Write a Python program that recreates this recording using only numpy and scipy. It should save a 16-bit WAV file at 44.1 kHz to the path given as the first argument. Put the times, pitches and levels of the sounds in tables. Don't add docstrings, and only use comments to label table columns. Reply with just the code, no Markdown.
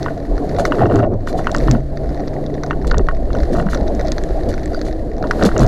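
import sys
import numpy as np
from scipy import signal
from scipy.fft import rfft, irfft, next_fast_len
from scipy.io import wavfile
from scipy.ndimage import uniform_filter1d

SR = 44100
rng = np.random.default_rng(int(sys.argv[2]) if len(sys.argv) > 2 else 0)


def inscribe(sig):
    pcm = np.round(np.clip(np.atleast_2d(sig).T, -1, 1) * 32767)
    wavfile.write(sys.argv[1], SR, pcm.astype(np.int16))


N = 250267
TIME = np.arange(N) / SR
PLINK_HZ = 1842

# time in seconds, relative level in dB.
WHEEL_WASH = [(0.0, -25), (0.03, -21.5), (0.25, -28.5), (0.33, -22), (0.5, -22), (0.6, -18), (0.63, -19),
              (0.77, -18), (0.84, -10.5), (0.88, -18), (0.92, -13.5), (1.04, -16), (1.11, -24), (1.13, -13),
              (1.17, -26.5), (1.22, -30), (1.39, -17), (1.44, -22.5), (1.75, -17.5), (1.85, -34),
              (1.99, -24.5), (2.97, -23), (3.0, -15), (3.03, -27.5), (3.33, -24.5), (3.38, -16),
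              (3.44, -26), (3.49, -20), (3.62, -15), (3.69, -29.5), (3.76, -20), (4.34, -24), (4.37, -23.5),
              (4.44, -25.5), (4.48, -19), (4.53, -23.5), (5.16, -26), (5.26, -19), (5.35, -22), (5.46, -11),
              (5.5, -25.5), (5.62, -10.5), (5.67, -19.5)]
# time in seconds, level in dB.
SPRAY_LEVEL = [(0, -41.5), (.2, -48.5), (.53, -43), (.62, -40.5), (.7, -44.5), (.82, -37), (.88, -47),
               (.96, -37.5), (1.08, -58), (1.2, -54.5), (1.3, -45.5), (1.72, -37), (1.82, -51.5),
               (2.1, -47), (3.28, -49.5), (3.4, -42.5), (3.57, -46.5), (4.1, -42.5), (4.88, -45),
               (5.17, -51), (5.33, -40.5), (5.44, -32.5), (5.53, -40.5), (5.6, -36.5), (5.67, -36)]


def from_db(db):
    return 10 ** (np.asarray(db) / 20)


def rms_one(x):
    return x / np.sqrt(np.mean(x ** 2) + 1e-20)


def curve(rows):
    return np.interp(TIME, *np.transpose(rows))


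def drift(rate):
    hz = np.fft.rfftfreq(N, 1 / SR)
    return rms_one(irfft(rfft(rng.standard_normal(N)) / (1 + (hz / rate) ** 4), N))


def wavering(hz, waver, rate):
    return 2 * np.pi * np.cumsum(hz * (1 + waver * drift(rate))) / SR


def coloured(x, spectrum):
    size = next_fast_len(N)
    hz, db = np.transpose(spectrum)
    bins = np.fft.rfftfreq(size, 1 / SR)
    gain = from_db(np.interp(np.log(np.maximum(bins, 1)), np.log(hz), db)) * (bins < hz[-1])
    return rms_one(irfft(rfft(x, size) * gain, size)[:N])


def resonate(x, hz, width_hz):
    r = np.exp(-np.pi * width_hz / SR)
    poles = [1, -2 * r * np.cos(2 * np.pi * hz / SR), r * r]
    return signal.lfilter(np.array([1, 0, -1]) * (1 - r * r) / 2, poles, x + 1e-18)


def grains(per_s, spread_db):
    sizes = from_db(spread_db * np.minimum(rng.exponential(1, N), 4))
    return (rng.random(N) < per_s / SR) * sizes * rng.choice([-1, 1], N)


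def contact(t, scatter_db, t60):
    return (t == 0) + from_db(scatter_db - 60 * t / t60) * rng.standard_normal(len(t))


def add(out, s, sound, peak_db):
    i = int(np.clip(s * SR, 0, N - 1))
    out[i:i + len(sound)] += (from_db(peak_db) * sound / np.abs(sound).max())[:N - i]


def strike(events, modes, mode_spread_db, scatter_db, scatter_t60, crack_db, crack_t60=0.0033):
    out, t = np.zeros(N), np.arange(SR // 10) / SR
    hz, db, t60 = np.transpose(modes)[:, :, None]
    for s, peak_db in events:
        mode_db = db + mode_spread_db * rng.standard_normal(hz.shape)
        rings = from_db(mode_db - 60 * t / t60) * np.sin(2 * np.pi * hz * t)
        crack = from_db(crack_db - 60 * t / crack_t60) * rng.standard_normal(len(t))
        tail = signal.fftconvolve(rings.sum(0), contact(t, scatter_db, scatter_t60))[:len(t)]
        add(out, s, crack + tail, peak_db)
    return out


def ringing(rows, width_share):
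    out, t = np.zeros(N), np.arange(-SR // 3, SR // 3) / SR
    edge = 1 + width_share / 2
    for s, length, hz, db in rows:
        band = signal.butter(3, [hz / edge, hz * edge], "band", fs=SR, output="sos")
        swell = np.exp(-(2 * t / length) ** 2)
        tone = swell * signal.sosfilt(band, rng.standard_normal(len(t)))
        tone *= np.linalg.norm(swell) / np.linalg.norm(tone)
        out += from_db(db) * np.interp(TIME, s + t, tone, left=0, right=0)
    return out


def engine(rough=0.3, hum_rough=0.04):
    # time in seconds, firing rate in Hz.
    firing_rate = [(0, 142.7), (.2, 140.1), (.5, 145.2), (1.2, 140), (1.6, 144.4), (1.95, 142.3),
                   (2.4, 146.7), (2.85, 149.1), (3.45, 154), (4.75, 153), (5.2, 166.7), (5.67, 165.4)]
    # time in seconds, level in dB.
    hum_level = [(0, -23.5), (.25, -35.5), (.5, -27.5), (1.4, -41), (1.62, -22), (1.9, -26), (2.2, -29.5),
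                 (2.5, -24.5), (2.85, -25.5), (3.15, -45.5)]
    # time in seconds, gain in dB.
    overtone_level = [(0, -39), (.35, -28.5), (1.2, -48), (2.6, -31), (3.3, -47), (4.1, -33.5),
                      (5.1, -31.5), (5.67, -27)]
    # multiple of the firing rate, relative level in dB.
    orders = [(1.5, -14), (2, 2.5), (2.5, -7.5), (3, -11.5), (3.5, -14.5)]
    phase = wavering(curve(firing_rate), waver=0.0044, rate=13.8)
    overtones = np.zeros(N)
    for multiple, db in orders:
        partial = np.sin(multiple * phase + rng.uniform(0, 2 * np.pi))
        overtones += from_db(db) * partial * (1 + rough * drift(2.8))
    hum = np.sin(phase) * (1 + hum_rough * drift(7.2))
    return from_db(curve(overtone_level)) * overtones + from_db(curve(hum_level)) * hum


def body_rumble(gain_db=6, steady_s=0.1, shudder_hz=48):
    # time in seconds, relative level in dB.
    ruts = [(0.0, -33), (0.71, -27), (0.85, -28.5), (1.55, -25), (2.62, -31.5), (2.94, -17), (3.33, -22.5),
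            (3.81, -23), (5.23, -27.5), (5.56, -22.5), (5.67, -20.5)]
    # frequency in Hz, EQ gain in dB.
    rumble_eq = [(5, -2.5), (14, 11.5), (24, 12.5), (36, 0), (49, 4.5), (65, 4), (90, -19.5), (160, -9)]
    # centre in seconds, length in seconds, level in dB.
    holes = [(.33, 0.086, -12), (1.68, 0.19, -13.5), (2.09, 0.055, -18), (2.87, 0.035, -18.5),
             (2.97, 0.2, -14.5), (3.43, 0.044, -9.5), (3.83, 0.052, -12.5), (4.35, 0.076, -18),
             (5.64, 0.06, -6)]
    shake = coloured(rng.standard_normal(N), rumble_eq)
    shake /= np.sqrt(uniform_filter1d(shake ** 2, int(steady_s * SR)) + 1e-3)
    jolts = sum(from_db(db) * np.exp(-(2 * (TIME - s) / length) ** 2) for s, length, db in holes)
    shudder = np.sqrt(2) * np.sin(wavering(shudder_hz, waver=0.1307, rate=18.44))
    return from_db(curve(ruts) + gain_db) * shake + jolts * shudder


def rattle(per_s=55, loose_above_db=-18, offset_db=-5):
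    wash_db = curve(WHEEL_WASH)
    chances = rng.integers(0, N, int(per_s * N / SR))
    return [(TIME[i], wash_db[i] + offset_db) for i in chances if wash_db[i] > loose_above_db]


def panel_knocks(gain_db=3, clack_hz=1300, clack_s=0.0016, ring_db=-8, rebound_s=0.023, rebound_db=-15):
    # start in
    # seconds, relative peak in dB.
    hits = [(0.0616, -12.5), (0.083, -19), (0.5852, -19.5), (0.597, -16.5), (0.6536, -15), (0.7214, -6),
            (0.793, -16), (0.824, -22), (0.8657, -22), (0.94, -22), (0.9757, -30), (0.994, -25.5),
            (1.274, -15.5), (1.4705, -4.5), (1.5483, -8), (1.683, -12), (2.7091, -7.5), (2.846, -22.5),
            (2.9148, -11), (2.9434, -11.5), (3.0869, -7), (3.3041, -25), (3.3508, -22.5), (3.5984, -15.5),
            (3.6675, -21), (3.6872, -21), (3.7325, -14.5), (3.7503, -19.5), (5.2402, -16), (5.3104, -9.5),
            (5.4099, -39), (5.424, -11.5), (5.4438, -13), (5.4898, -15.5), (5.516, -19.5), (5.5644, -14),
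            (5.5895, -20.5), (5.6481, -26)]
    # pitch in Hz, relative level in dB, seconds to fall by 60 dB.
    panel_modes = [(973, 6, 0.061), (1098, 2, 0.1), (1454, 2.5, 0.08), (1833, 12, 0.021), (2724, 7, 0.0097)]
    blows = hits + rattle()
    blows += [(s + rebound_s * rng.uniform(.85, 1.15), db + rebound_db) for s, db in hits]
    clacks, t = np.zeros(N), np.arange(SR // 100) / SR
    for s, peak_db in blows:
        hz = clack_hz * (1 + 0.078 * rng.standard_normal())
        attack = 1 - np.exp(-t * from_db(peak_db) / 0.00012)
        add(clacks, s, attack * np.exp(-(t / clack_s) ** 2) * np.sin(2 * np.pi * hz * t), peak_db)
    ring = strike(blows, panel_modes, mode_spread_db=2.0, scatter_db=-15, scatter_t60=0.026, crack_db=-18)
    soften = signal.butter(2, 4500, fs=SR, output="sos")
    return from_db(gain_db) * signal.sosfilt(soften, clacks + from_db(ring_db) * ring)


def ticks(gain_db=1, snap_hz=(3500, 7700), body_db=-5):
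    # start in seconds, relative peak in dB.
    touches = [(0.6545, -22), (0.958, -22), (0.992, -28), (1.5159, -18), (1.547, -16), (1.5643, -15.5),
               (1.5832, -20), (1.7123, -6.5), (2.877, -22), (2.982, -11), (3.95, -27), (4.1193, -11),
               (4.237, -20.5), (4.658, -25.5), (5.436, -13), (5.5794, -14.5), (5.594, -16), (5.665, -22)]
    out, t = np.zeros(N), np.arange(SR // 20) / SR
    bright = signal.butter(7, snap_hz, "band", fs=SR, output="sos")
    for s, peak_db in touches:
        touch = contact(t, scatter_db=-7.0, t60=0.0052)
        snap = signal.sosfilt(bright, touch)
        body = from_db(body_db) * resonate(touch, PLINK_HZ, width_hz=870)
        add(out, s, snap + body, peak_db + gain_db)
    return out


def plink(pitch_spread=0.027, attack_s=0.00031, t60=0.014):
    t = np.arange(SR // 20) / SR
    hz = PLINK_HZ * (1 + pitch_spread * rng.standard_normal())
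    return (1 - np.exp(-t / attack_s)) * from_db(-60 * t / t60) * np.sin(2 * np.pi * hz * t)


def drips():
    # start in seconds, peak in dB.
    landings = [(2.237, -32), (2.365, -30), (2.58, -30), (3.5316, -29.5), (4.2371, -24.5), (4.3931, -34),
                (4.6584, -25.5)]
    out = np.zeros(N)
    for s, peak_db in landings:
        add(out, s, plink(), peak_db)
    return out


def glass_taps(events, hollow_hz=2900, top_hz=6300, edge_db=-24):
    # pitch in Hz, relative level in dB, seconds to fall by 60 dB.
    glass_modes = [(1473, -4.5, 0.023), (1830, 14.5, 0.003), (3670, 4.5, 0.0038), (4206, 6.5, 0.0039),
                   (5040, -3.5, 0.0033), (5800, -9, 0.012)]
    taps = strike(events, glass_modes, mode_spread_db=7.0, scatter_db=-21, scatter_t60=0.027, crack_db=13)
    scooped = taps - resonate(taps, hollow_hz, hollow_hz / 2)
    rounded = signal.sosfilt(signal.butter(8, top_hz, fs=SR, output="sos"), scooped)
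    return rounded + from_db(edge_db) * scooped


def patter(per_s=22, ping_db=-35, tap_db=-24, spread_db=5, follow=0.8):
    spray_db = curve(SPRAY_LEVEL)
    force_db = follow * (spray_db - spray_db.mean())
    pings, taps = np.zeros(N), []
    for when, ping_size, tap_size in rng.random((int(per_s * N / SR), 3)):
        i = int(when * N)
        taps.append((TIME[i], force_db[i] + tap_db + spread_db * (2 * tap_size - 1)))
        add(pings, TIME[i], plink(), force_db[i] + ping_db + spread_db * (2 * ping_size - 1))
    return pings + glass_taps(taps)


def spray(flicker_db=1.0):
    # frequency in Hz, EQ gain in dB.
    spray_eq = [(1300, 8), (1800, 11), (2500, -3.5), (3200, -3.5), (4300, 2.5), (5400, -6), (6700, -6.5),
                (9000, -13.5), (11300, -10), (13000, -26), (14500, -14.5), (16000, -35)]
    hiss = coloured(grains(12000, spread_db=2.0), spray_eq)
    return hiss * from_db(curve(SPRAY_LEVEL) + flicker_db * drift(42))


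def squirt():
    # centre in seconds, length in seconds, pitch in Hz, level in dB.
    jets = [(4.755, 0.053, 4680, -42)]
    return ringing(jets, width_share=0.083)


def slaps(gain_db=2, attack_s=0.00052, drain_t60=0.097):
    # start in seconds, hold in seconds, relative level in dB.
    gouts = [(0.585, 0.0098, -35.5), (0.596, 0.0082, -40), (0.653, 0.014, -37), (1.272, 0.022, -39.5),
             (1.372, 0.018, -40), (2.869, 0.0038, -37), (3.521, 0.017, -42), (3.56, 0.048, -45.5),
             (3.698, 0.047, -40), (4.488, 0.0055, -37.5), (4.85, 0.035, -45), (5.45, 0.01, -25.5),
             (5.604, 0.028, -33)]
    # frequency in Hz, EQ gain in dB.
    splatter_eq = [(600, 6), (1400, 11), (2700, 3), (4300, 12.5), (5400, 4.5), (6700, 6.5), (9000, -3.5),
                   (11300, -2), (13000, -16), (14700, -9), (16000, -26)]
    flow = np.zeros(N)
    for s, hold, db in gouts:
        attack = np.clip((TIME - s) / attack_s, 0, 1)
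        drain_db = 60 * np.clip((TIME - s - hold) / drain_t60, 0, 3)
        flow += attack * from_db(db - drain_db)
    return from_db(gain_db) * flow * coloured(grains(3000, spread_db=3.5), splatter_eq)


def flutter(x, delay_s=0.0017, feedback=0.5):
    echo_loop = np.r_[1, np.zeros(int(delay_s * SR)), -feedback]
    return signal.lfilter([np.sqrt(1 - feedback ** 2)], echo_loop, x + 1e-18)


def fat_drops(gain_db=2.5):
    # start in seconds, relative peak in dB.
    landings = [(0.0296, -9.5), (0.3795, -17), (0.6528, -2), (1.138, -29), (1.3285, -18), (1.9725, -19.5),
                (2.092, -22), (2.2805, -18.5), (2.3396, -24), (2.4635, -19), (2.6353, -9.5), (2.663, -18.5),
                (2.912, -10.5), (3.3312, -20.5), (3.3507, -22), (3.403, -15.5), (3.433, -13), (3.664, -28),
                (3.747, -8), (3.7743, -18), (3.8806, -19), (3.901, -28), (3.9953, -11.5), (4.0109, -12),
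                (4.0716, -19), (4.083, -13), (4.182, -8), (4.2159, -27), (4.5397, -16), (4.5797, -16.5),
                (4.7466, -13.5), (4.8147, -12), (5.182, -22), (5.2263, -15.5), (5.3105, -2.5),
                (5.428, -7.5)]
    return from_db(gain_db) * glass_taps(landings)


def panel_booms():
    # centre in seconds, length in seconds, pitch in Hz, level in dB.
    booms = [(.595, 0.026, 643, -13), (.825, 0.03, 718, -10.5), (.84, 0.062, 205, -17.5),
             (.848, 0.016, 407, -10.5), (.955, 0.072, 290, -12.5), (.965, 0.072, 378, -15.5),
             (1.0, 0.335, 105.4, -15), (1.04, 0.032, 624, -14), (1.348, 0.021, 596, -14.5),
             (1.685, 0.055, 294, -17), (1.74, 0.12, 125, -12.5), (1.75, 0.05, 238, -12),
             (3.6, 0.21, 184.6, -20), (3.8, 0.056, 206, -23.5), (4.37, 0.034, 650, -20.5),
             (4.484, 0.11, 87, -22.5), (5.45, 0.065, 200, -11.5), (5.458, 0.024, 476, -11),
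             (5.65, 0.082, 118.2, -11), (5.63, 0.11, 195.5, -14.5)]
    return ringing(booms, width_share=0.3)


def water_drumming(gain_db=0.5, gurgle_db=3.0, gurgle_hz=29.0):
    # frequency in Hz, EQ gain in dB.
    drum_eq = [(45, -21), (85, 3), (140, -3), (220, -0.5), (320, 1.5), (400, -0.5), (540, -2), (670, 0),
               (770, -8.5), (900, -20.5), (1100, -24), (1800, -46), (2500, -20)]
    gurgle = np.zeros(N)
    for hz in np.geomspace(90, 1500, 12):
        band = signal.butter(2, [hz / 1.14, hz * 1.14], "band", fs=SR, output="sos")
        lumps = signal.sosfilt(band, grains(2500, spread_db=4.0) + 1e-18)
        gurgle += lumps * from_db(gurgle_db * drift(gurgle_hz))
    return coloured(gurgle, drum_eq) * from_db(curve(WHEEL_WASH) + gain_db)


def scene():
    vehicle = engine() + body_rumble() + panel_knocks() + ticks()
    wash = water_drumming() + spray() + panel_booms()
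    splatter = flutter(slaps() + squirt()) + fat_drops() + drips() + patter()
    return (vehicle + wash + splatter)[None]


def record(dry, ceiling=0.67, cutoff_hz=15900):
    squashed = dry / (1 + (dry / ceiling) ** 10) ** (1 / 10)
    return signal.sosfilt(signal.ellip(10, .2, 80, cutoff_hz, fs=SR, output="sos"), squashed)


dry = scene()
out = record(dry)
inscribe(out)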